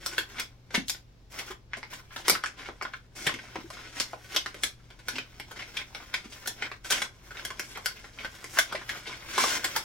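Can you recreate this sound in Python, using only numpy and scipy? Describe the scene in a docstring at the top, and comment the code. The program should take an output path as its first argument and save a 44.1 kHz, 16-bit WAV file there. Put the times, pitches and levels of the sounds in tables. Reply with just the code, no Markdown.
"""Hands turn a book wrapped in kraft paper, pick its folded end open and slide the book out, in a small room.
From the start the stiff sheet snaps, crackles and rubs; a firm low knock comes just before 0.8 s.
Softer knocks follow, most closely around 3.5 s, then two hard, higher ones near 8.6 and 8.7 s.
The strongest rub and more loud snaps come after 9.3 s; a faint hum, rumble and hiss last throughout.
Paper is made of short noise bursts, tiny clicks and brief rings; knocks and hum are sine waves."""
import sys
import numpy as np
from scipy import signal
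from scipy.fft import rfft, irfft, next_fast_len
from scipy.io import wavfile
from scipy.ndimage import map_coordinates

SR = 44100
rng = np.random.default_rng(int(sys.argv[2]) if len(sys.argv) > 2 else 0)


def output_pcm(signal):
    """Save a mono or channel-first signal as 16-bit PCM at the path in sys.argv[1].

    Samples are clipped to [-1, 1] before scaling.
    """
    pcm = np.clip(np.atleast_2d(signal).T, -1, 1) * 32767
    wavfile.write(sys.argv[1], SR, np.round(pcm).astype(np.int16))


N = 433944

# The sheet buckles, levels relative: t/s, time the crease takes to give/s, facet pitch f/Hz,
# level/dB, hollowness/dB, brightness/dB
BUCKLES = [(.0613, 0.0012, 1410, -33.5, -9, 5.5), (.125, 0.015, 1500, -41, -5, -3.5),
           (0.1804, 0.0012, 1590, -23, -12, -6.5), (0.3813, 0.012, 2060, -32, -11, -19.5),
           (0.3972, .002, 2100, -34, -12, 1), (0.7046, .004, 1800, -44.5, -7, -14.5),
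           (.741, .006, 1850, -29, -2, -9), (.7453, 0.008, 1980, -22, -12, -9.5),
           (0.8824, 0.0011, 2700, -44, -22, 11), (0.8963, 0.00092, 2100, -36, -8.5, 10),
           (0.9447, 0.005, 1740, -44.5, -8, -27.5), (1.3884, 0.0035, 1920, -36, -12, -3.5),
           (1.475, .005, 1430, -43, -17, -16.5), (1.5033, 0.0087, 1110, -37.5, -13, -8.5),
           (1.734, 0.00031, 1820, -28.5, -31, -46), (1.768, 0.0083, 1900, -47.5, 6.5, 0.5),
           (1.8293, 0.0014, 2200, -39, -4, -23), (1.9305, 0.0046, 1770, -41, -8, -3),
           (2.105, .008, 1420, -44, -17, -29), (2.16, 0.0037, 1640, -34, -5.5, -10),
           (2.2815, .0013, 1890, -26, 1.5, 4.5), (2.297, 0.00093, 1460, -22, -2, 6.5),
           (2.3505, 0.0016, 1500, -27, -27, -23), (2.438, 0.00086, 1320, -25, -23, -18),
           (2.4599, 0.00065, 1740, -31.5, -21, -10.5), (2.6564, 0.0048, 1620, -38, -23, -28.5),
           (2.688, .0004, 1330, -37.5, 0.5, -33.5), (2.8116, 0.0013, 1330, -30, -14.5, -44),
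           (2.824, .001, 1720, -37, -3, -5.5), (2.85, 0.0014, 1350, -31, -12, -54),
           (2.9353, 0.0017, 1500, -33, -25, -31), (3.265, 0.0045, 2100, -26.5, -4.5, -6.5),
           (3.269, 0.0017, 1740, -22, -17, -13.5), (3.2912, .0025, 1130, -28, -14, -23),
           (3.3395, 0.0018, 2200, -38, -1.5, -10), (3.3883, 0.002, 1910, -40.5, -13, -24),
           (3.556, 0.0021, 2100, -37, 4, -21), (3.7026, 0.0013, 1400, -43, -1, -1.5),
           (3.9999, 0.00077, 2980, -30.5, -13, 1.5), (4.004, 0.00067, 2400, -43, 2, 9),
           (4.1323, 0.0017, 1640, -42, 7, -29), (4.3446, 0.0035, 1650, -37.5, -4, -1),
           (4.3622, 0.0023, 2800, -24.5, -9, -5.5), (4.4607, 0.00048, 1560, -29.5, -13.5, -15.5),
           (4.543, .0026, 1820, -43, 0, -8.5), (4.6344, .0014, 1620, -26, -13, 1.5),
           (4.902, .004, 2570, -52, -2, -13.5), (4.989, .007, 1900, -51, -3, -8),
           (5.0832, 0.0021, 1480, -28.5, -13.5, -3.5), (5.154, 0.0099, 2600, -34, -8.5, -18),
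           (5.183, 0.002, 2480, -31, -8.5, -18.5), (5.398, 0.0026, 2330, -40, -2.5, -6.5),
           (5.5098, 0.0062, 1380, -41, -4, -6.5), (5.589, .01, 1880, -35, -14, -17),
           (5.6193, 0.005, 2120, -38.5, -11, -23), (5.7685, 0.0025, 2460, -28.5, -32, -17),
           (5.948, 0.0022, 2280, -37, -6.5, -12.5), (6.0, .006, 1450, -47.5, 0, -16),
           (6.32, .009, 2410, -46, -15, -3), (6.1393, 0.0023, 1900, -24.5, -19.5, -13),
           (6.4575, 0.004, 1630, -37, -13, -7.5), (6.473, 0.0036, 1710, -35, -3.5, 7),
           (6.6224, .001, 1820, -26.5, -14.5, -28), (6.7147, 0.0032, 1670, -34.5, -8.5, -25),
           (6.845, .003, 1510, -42.5, -8, -6), (6.9013, 0.0095, 1630, -24, -12, 1),
           (6.9209, 0.004, 2020, -26.5, -13, -1), (7.0182, 0.0017, 1540, -26.5, -12, -6.5),
           (7.306, 0.0054, 1520, -40.5, -9, -17), (7.345, 0.01, 1600, -44, -8, -18),
           (7.3697, .002, 2200, -40, -13, -23), (7.4498, 0.0021, 1830, -36, -9, 2.5),
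           (7.5032, .0023, 1270, -35, -9.5, -11.5), (7.595, 0.0018, 1690, -31.5, -8.5, -4),
           (7.748, 0.014, 2020, -36.5, -8, -21), (7.773, 0.0018, 1340, -44, 6, -2.5),
           (7.8583, .002, 1510, -26.5, -16, -0.5), (8.041, .0044, 1830, -43, -7, -27),
           (8.1858, 0.0033, 2270, -37.5, -27, -36), (8.1999, .004, 2100, -42.5, -9, -22),
           (8.2456, 0.0029, 1680, -33, -6, -18), (8.442, 0.0017, 1840, -41, -2.5, -3.5),
           (8.5701, 0.0062, 1200, -24.5, -14.5, -26.5), (8.5868, 0.0014, 1490, -17, -38, -4),
           (8.7226, 0.003, 1350, -29.5, -7, -14.5), (8.7502, .0037, 2080, -32.5, -5, -19),
           (8.811, .008, 1490, -40.5, -9, -26.5), (8.8917, 0.0071, 1820, -28, -40, -15.5),
           (9.065, 0.016, 2800, -38, -4, -11), (9.378, 0.0027, 1050, -18.5, -11.5, -14),
           (9.438, .0026, 1150, -24, -4.5, -5.5), (9.6423, 0.0051, 1790, -26, -8.5, -1.5),
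           (9.761, .003, 960, -23, -18, -1)]


def snaps(grain_db=5, quick_s=0.00078, facet_width=1.147, crisp_hz=3500):
    """A crease gives in one flip or many tiny slips, shaking the air pocket, stiff facet and small wrinkles."""
    hollow_db, crack_db, crisp_db, fizz_db = 21, 18, 17, 21
    # a bright snap, or one from a small high facet, shakes the small wrinkles harder
    crisp_per_bright, crisp_db_per_octave, usual_facet_hz = 0.39, 9, 1714
    out = np.zeros((2, N))
    t = np.arange(SR // 20) / SR
    for s, give_s, hz, db, hollow, bright in BUCKLES:
        crisp = crisp_per_bright * bright + crisp_db_per_octave * np.log2(hz / usual_facet_hz)
        swell_and_fade = (1 - np.exp(-3 * t / give_s)) * np.exp(-t / give_s)
        grain = amp(grain_db * wobble(1541, count=len(t)))
        slips = rng.standard_normal(len(t)) * swell_and_fade * grain
        # the quicker the crease gives, the more of its energy goes into the single flip
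        flip_share = np.exp(-give_s / quick_s)
        slips *= np.sqrt(1 - flip_share) / np.linalg.norm(slips)
        slips[np.argmax(swell_and_fade) // 2] += np.sqrt(flip_share)
        # each facet rings for a few cycles at its own pitch
        facet = band(slips, hz / facet_width, hz * facet_width, order=1)
        parts = [
            (band(slips, 277, 913), hollow + hollow_db),
            (-band(facet, 776, 3430), crack_db),
            (band(slips, crisp_hz / 1.42, crisp_hz * 1.56), crisp + crisp_db),
            (-band(slips, 3900, 13600), bright + fizz_db),
        ]
        snap = sum(amp(db + level) * part / np.linalg.norm(part) for part, level in parts)
        add(out, s, snap)
    return out


def crinkles(rustle, rate=42, pitch_hz=1900, pitch_spread=0.43, cycles=1.22):
    """Small wrinkles flip at random, each a short ring at its own pitch, louder when the rustle is louder."""
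    size_db, spread_db, loudest_rustle_db = 10.5, 1.5, -39
    out = np.zeros(N + SR)
    t = np.arange(SR // 80) / SR
    candidates = 1000
    for when, keep, pitch, size in rng.random((candidates, 4)):
        # keep about `rate` wrinkles a second
        if keep >= rate * N / SR / candidates:
            continue
        bell = np.clip(np.log(pitch / (1 - pitch)) / 2, -2, 2)
        hz = pitch_hz * np.exp(pitch_spread * bell)
        start = int(when * N)
        # a fast slide holds the sheet taut, so the wrinkles grow only up to a limit
        db = min(rustle[start], loudest_rustle_db) + size_db + spread_db * min(-np.log(size), 2)
        ring = np.exp(-t * hz / cycles) * np.sin(2 * np.pi * hz * t)
        out[start:start + len(t)] += amp(db) * ring
    return wandering(out[:N])


# Tone colour of rubbed paper: f/Hz, relative level/dB
PAPER_TONE = [(120, -12), (270, 0), (400, -3), (600, -4), (1000, -1), (1500, -1), (2500, -3), (4000, -7),
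              (5600, -7), (7500, -13), (10000, -16), (16000, -18)]


def rubbing(rustle, hiss, catch_rate=2000, spread_db=5, clump_db=3, slide_db=-3):
    """Fibres slide with a smooth hiss and catch in clumps of tiny clicks; the sheet colours both."""
    # the air under the paper booms with any movement, but grows more slowly than the rustle
    usual_rustle_db, usual_hollow_db, hollow_growth = -52.5, -57.5, 0.77
    hollow = usual_hollow_db + hollow_growth * (rustle - usual_rustle_db)
    # faster sliding is louder and packs the catches closer together
    chance = np.clip(catch_rate / SR * amp(rustle - usual_rustle_db), .03, .8)
    uneven_sizes = spread_db * np.minimum(rng.exponential(size=N), 4)
    clumps = clump_db * (0.5 - chance) * wobble(90)
    sizes = amp(uneven_sizes + clumps)
    clicks = (rng.random(N) < chance) * rng.choice([-1, 1], N) * sizes
    catches = unit(clicks / np.sqrt(chance))
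    friction = catches + amp(slide_db) * rng.standard_normal(N)
    paper = filtered(wandering(friction), lambda hz: amp(along(PAPER_TONE, hz)))

    def above(hz, edge_hz):
        """Let through what lies above a soft edge."""
        return 1 / (1 + (edge_hz / (hz + 1)) ** 8)

    boom = unit(filtered(paper, lambda hz: above(hz, 186) - above(hz, 900)))
    body = unit(filtered(paper, lambda hz: above(hz, 1150) - above(hz, 5800)))
    top = unit(filtered(paper, lambda hz: above(hz, 5440)))
    return boom * amp(hollow - 1) + body * amp(rustle - 2) + top * amp(hiss)


# Paper is drawn over fingers, itself or the book, levels before unevenness: start t/s, length/s,
# level/dB, swell from start to end/dB, hiss against rustle/dB
STROKES_OF_PAPER = [(0, 0.15, -50, 2, -5.5), (0.291, .12, -48, 12.5, -10.5), (1.295, 0.11, -55, 13.5, 0),
                    (1.393, 0.13, -50.5, -3.5, -4.5), (1.897, 0.099, -49.5, -1, -3.5),
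                    (2.121, .1, -52, -1, -2.5), (2.241, 0.12, -42, 7, -24), (2.564, 0.12, -49, -2.5, -10.5),
                    (3.15, 0.11, -47, 0, 2), (3.476, 0.14, -52.5, 1.5, -16.5),
                    (3.724, 0.15, -51, -0.5, -13), (3.916, 0.1, -44.5, 10.5, -4.5),
                    (4.288, 0.079, -45, 9.5, -7.5), (5.098, 0.077, -46.5, -1, -7),
                    (5.55, .17, -51.5, -11, -8.5), (5.737, .08, -43.5, -5, -10),
                    (6.297, 0.15, -57.5, -15.5, 1.5), (6.571, 0.1, -46, 3, -17), (6.839, .06, -49, -3, 3.5),
                    (6.915, .12, -38, -9.5, -4), (7.23, .2, -64, 1, 2.5), (7.341, .15, -49, 2, -12.5),
                    (7.618, 0.15, -55, -10, 1.5), (8.174, 0.076, -45.5, -3.5, -21),
                    (8.491, .11, -49.5, 6, 2.5), (8.685, 0.13, -49, -8.5, -25),
                    (8.871, 0.1, -45, -3.5, -8.5), (9.044, 0.18, -48, -6, -25),
                    (9.268, 0.12, -41, 15, -5.5), (9.376, 0.2, -31, -6, -1.5), (9.587, 0.18, -44, -4, -5)]
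# Faint rustle of hands holding and turning the parcel, before unevenness: t/s, level/dB
HOLDING = [(0, -57.5), (.44, -59.5), (.55, -76.5), (1.68, -85.5), (1.76, -66.5), (2.97, -65), (3.101, -78),
           (3.2, -57), (4.62, -57.5), (4.74, -70.5), (5.33, -62.5), (5.599, -57.5), (6.72, -57),
           (6.81, -66.5), (7.2, -65), (7.351, -59), (8.079, -55), (9.84, -51)]


def movement(grip_hiss_db=-4, attack_s=0.011, release_s=0.015):
    """Adds up the power of grip, strokes and the stir around each snap; gives rustle and hiss levels in dB."""
    # the rustle rises as the sheet is strained before a snap, and dies quickly as it settles after
    strain_db, strain_rise_db_per_s = -21.5, 707.5
    settle_db, settle_fall_db_per_s, settle_hiss_db = -21.5, 262, 2.5
    rustle = amp(np.interp(np.arange(N) / SR, *np.transpose(HOLDING))) ** 2
    hiss = rustle * amp(grip_hiss_db) ** 2
    offsets = np.arange(-SR // 10, SR // 2)
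    t = offsets / SR
    strain = strain_db + strain_rise_db_per_s * t
    settling = settle_db - settle_fall_db_per_s * t
    stir_db = np.where(t < 0, strain, settling)
    moves = [(s, amp(db + stir_db), bright + settle_hiss_db) for s, _, _, db, _, bright in BUCKLES]
    for s, length_s, db, swell_db, hiss_db in STROKES_OF_PAPER:
        take_hold = 1 - np.exp(-np.maximum(t, 0) / attack_s)
        let_go = np.exp(-np.maximum(t - length_s, 0) / release_s)
        swell = swell_db * (np.clip(t / length_s, 0, 1) - .5)
        moves.append((s, take_hold * let_go * amp(db + swell), hiss_db))
    for s, gain, hiss_db in moves:
        at = round(s * SR) + offsets
        inside = (at >= 0) & (at < N)
        rustle[at[inside]] += gain[inside] ** 2
        hiss[at[inside]] += (gain[inside] * amp(hiss_db)) ** 2
    # paper sticks and slips, so the rustle is never even
    uneven_db = 2 * wobble(35)
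    return 10 * np.log10(rustle) + uneven_db, 10 * np.log10(hiss) + uneven_db / 2


# Resonances of the parcel among the shelves: f/Hz, width/Hz, level/dB against the driving sound
RESONANCES = [(322, 13, -15), (1046, 28, 4), (1500, 188, 0), (2172, 240, 0), (3290, 500, -4.5),
              (5410, 260, -6.5)]


def coloured(x):
    """Each resonance rings on top of the sound that drives it."""
    def response(f):
        """The plain sound plus one peak for each resonance."""
        total = 1
        for centre, width, db in RESONANCES:
            total = total + amp(db) * 1j * f * width / (centre ** 2 - f ** 2 + 1j * f * width)
        return total
    return filtered(x, response)


# The parcel is bumped and gripped, level before the soft attack and the room:
# t/s, level/dB, pitch f/Hz, time to fall by 60 dB/s
BUMPS = [(.746, -35, 237, 0.055), (.778, -17, 243, 0.037), (1.502, -34.5, 380, 0.045),
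         (2.318, -33, 178, 0.04), (3.267, -29, 167, 0.042), (3.34, -27.5, 310, 0.032),
         (3.555, -36, 328, 0.078), (3.585, -30.5, 257, 0.044), (3.642, -36, 337, 0.065),
         (4.132, -35.5, 650, .045), (5.135, -39, 262, 0.19), (6.256, -32.5, 275, 0.039),
         (8.587, -20, 662, 0.052), (8.748, -15.5, 607, 0.013)]


def knocks(attack_s=0.0017, wet_db=-5):
    """The padded book answers a soft blow with a few low cycles, heard mostly straight from the parcel."""
    out = np.zeros((2, N))
    t = np.arange(SR // 6) / SR
    for s, db, hz, t60 in BUMPS:
        fade = amp(db - 60 * t / t60)
        soft_attack = 1 - np.exp(-t / attack_s)
        add(out, s, fade * soft_attack * np.sin(2 * np.pi * hz * t), wet_db)
    return out


def wandering(x):
    """The contact wanders over the parcel, so its path through the room changes six times a second."""
    heard = np.zeros((2, N))
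    step = SR // 6
    for start in range(0, N, step):
        add(heard, start / SR, x[start:start + step])
    return heard


def add(out, s, sound, wet_db=0):
    """Mix in a sound that leaves the parcel at time s, carried by a fresh path to the microphones."""
    heard = signal.fftconvolve(sound[None], path(wet_db), axes=1)
    place = out[:, max(round(s * SR), 0):][:, :heard.shape[1]]
    place += heard[:, :place.shape[1]]


# How long the room rings: f/Hz, time to fall by 60 dB/s
ROOM_FADE = [(200, 0.23), (1500, 0.18), (5000, 0.2), (9000, 0.15), (15000, 0.18)]
# Reverberation before build-up and wet level: f/Hz, level/dB against the direct sound
ROOM_TONE = [(150, 4.5), (500, 0.5), (1500, 0.5), (3000, 3), (5500, 3), (8000, 3), (15000, -4.5)]


def path(wet_db, lead_s=.00004, bounce_s=.0052, bounce_db=-5, build_s=0.00098):
    """From one spot on the parcel to both microphones: direct sound, one strong bounce, the room's tail."""
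    count = SR // 3
    hz, t, spectrum = signal.stft(diffuse(count), SR, nperseg=256)
    t60 = along(ROOM_FADE, hz)[:, None]
    decay = amp(along(ROOM_TONE, hz)[:, None] - 60 * t / t60)
    # long and short tails start from equal energy
    fade = decay * np.sqrt(2 * np.log(1000) / (t60 * SR))
    tail = signal.istft(spectrum * fade, SR, nperseg=256)[1][:, :count]
    tail *= 1 - np.exp(-np.arange(count) / (build_s * SR))
    # the spot is usually slightly nearer to the left microphone
    skew = np.array([[-.5], [.5]]) * lead_s * SR * rng.normal(1, 0.49)
    k = np.arange(count) - 8  # room for the start of the pulse

    def arrival(s):
        """One short pulse, placed between samples."""
        delay = round(s * SR)
        return np.sinc(k - delay - skew) * (abs(k - delay) <= 8)

    bounce = amp(bounce_db) * arrival(bounce_s + rng.normal(0, .0003))
    return arrival(0) + amp(wet_db) * (tail + bounce)


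# Sound from all sides: f/Hz, left-right likeness (1 = same, 0 = unrelated)
LIKENESS = [(100, 0.79), (330, 0.84), (700, 0.25), (1400, 0), (3000, 0.12), (7000, 0)]


def diffuse(count):
    """Noise from all sides: alike at both microphones in the bass, nearly unrelated in the treble."""
    def shares(hz):
        """How much of the shared and the opposite noise to use."""
        turn = np.arccos(np.clip(along(LIKENESS, hz), -1, 1)) / 2
        return np.array([np.cos(turn), np.sin(turn)])
    mid, side = filtered(rng.standard_normal((2, count)), shares)
    return np.array([mid + side, mid - side])


# Tone colour of the still room: f/Hz, relative level/dB
AIR_TONE = [(20, -11.5), (45, -7.5), (90, -9.5), (140, -13.5), (220, -18.5), (460, -24.5), (900, -31),
            (2000, -35.5), (5400, -37.5), (9000, -51.5), (16000, -54)]
# Hum of an appliance, before its slow wavering: f/Hz, rms level/dB
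APPLIANCE_HUM = [(47.5, -61.5), (119.5, -61.5)]


def still_room(air_db=-57, waver_db=-1.5):
    """Low rumble and hiss from filtered noise, with sine hums unsteady in level and phase."""
    t = np.arange(N) / SR
    hum = np.zeros(N)
    for hz, db in APPLIANCE_HUM:
        level = np.sqrt(2) * amp(db + waver_db * wobble(1.66))
        hum += level * np.sin(2 * np.pi * hz * t + 0.54 * wobble(5.1))
    air = unit(filtered(diffuse(N), lambda hz: amp(along(AIR_TONE, hz))))
    return hum + amp(air_db) * air


def amp(db):
    """Decibels to gain."""
    return 10 ** (np.asarray(db) / 20)


def unit(x):
    """Scaled to rms 1."""
    return x / np.sqrt(np.mean(x ** 2) + 1e-20)


def along(points, hz):
    """Reads a table of (f/Hz, value) between its points, on a log frequency axis."""
    f, v = np.transpose(points)
    return np.interp(np.log(hz + 1), np.log(f + 1), v)


def wobble(rate, count=N):
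    """A random curve of rms 1: straight lines between `rate` random points a second."""
    knots = rng.standard_normal(int(count * rate / SR) + 4)
    return unit(map_coordinates(knots, [np.arange(count) * rate / SR], order=1))


def filtered(x, response):
    """Scales each frequency of x by response(f/Hz)."""
    n = x.shape[-1]
    m = next_fast_len(n + 2048)  # spare room so the end does not wrap onto the start
    return irfft(rfft(x, m) * response(np.fft.rfftfreq(m, 1 / SR)), m)[..., :n]


def band(x, lo_hz, hi_hz, order=2):
    """Keeps the band between two frequencies, with no sound before its cause."""
    edges = [lo_hz, min(hi_hz, SR / 2 - 1)]
    return signal.sosfilt(signal.butter(order, edges, "band", fs=SR, output="sos"), x)


def scene(left_db=0.51):
    """The parcel and the room, a little louder on the left."""
    rustle, hiss = movement()
    paper = coloured(snaps() + crinkles(rustle) + rubbing(rustle, hiss))
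    return (paper + knocks() + still_room()) * amp([[left_db], [-left_db]])


def record(dry, top_hz=16000):
    """The microphone pair's signal is clipped at full scale, then cut off at its upper band limit."""
    return filtered(np.clip(dry, -1, 1), lambda hz: hz < top_hz)


dry = scene()
out = record(dry)
output_pcm(out)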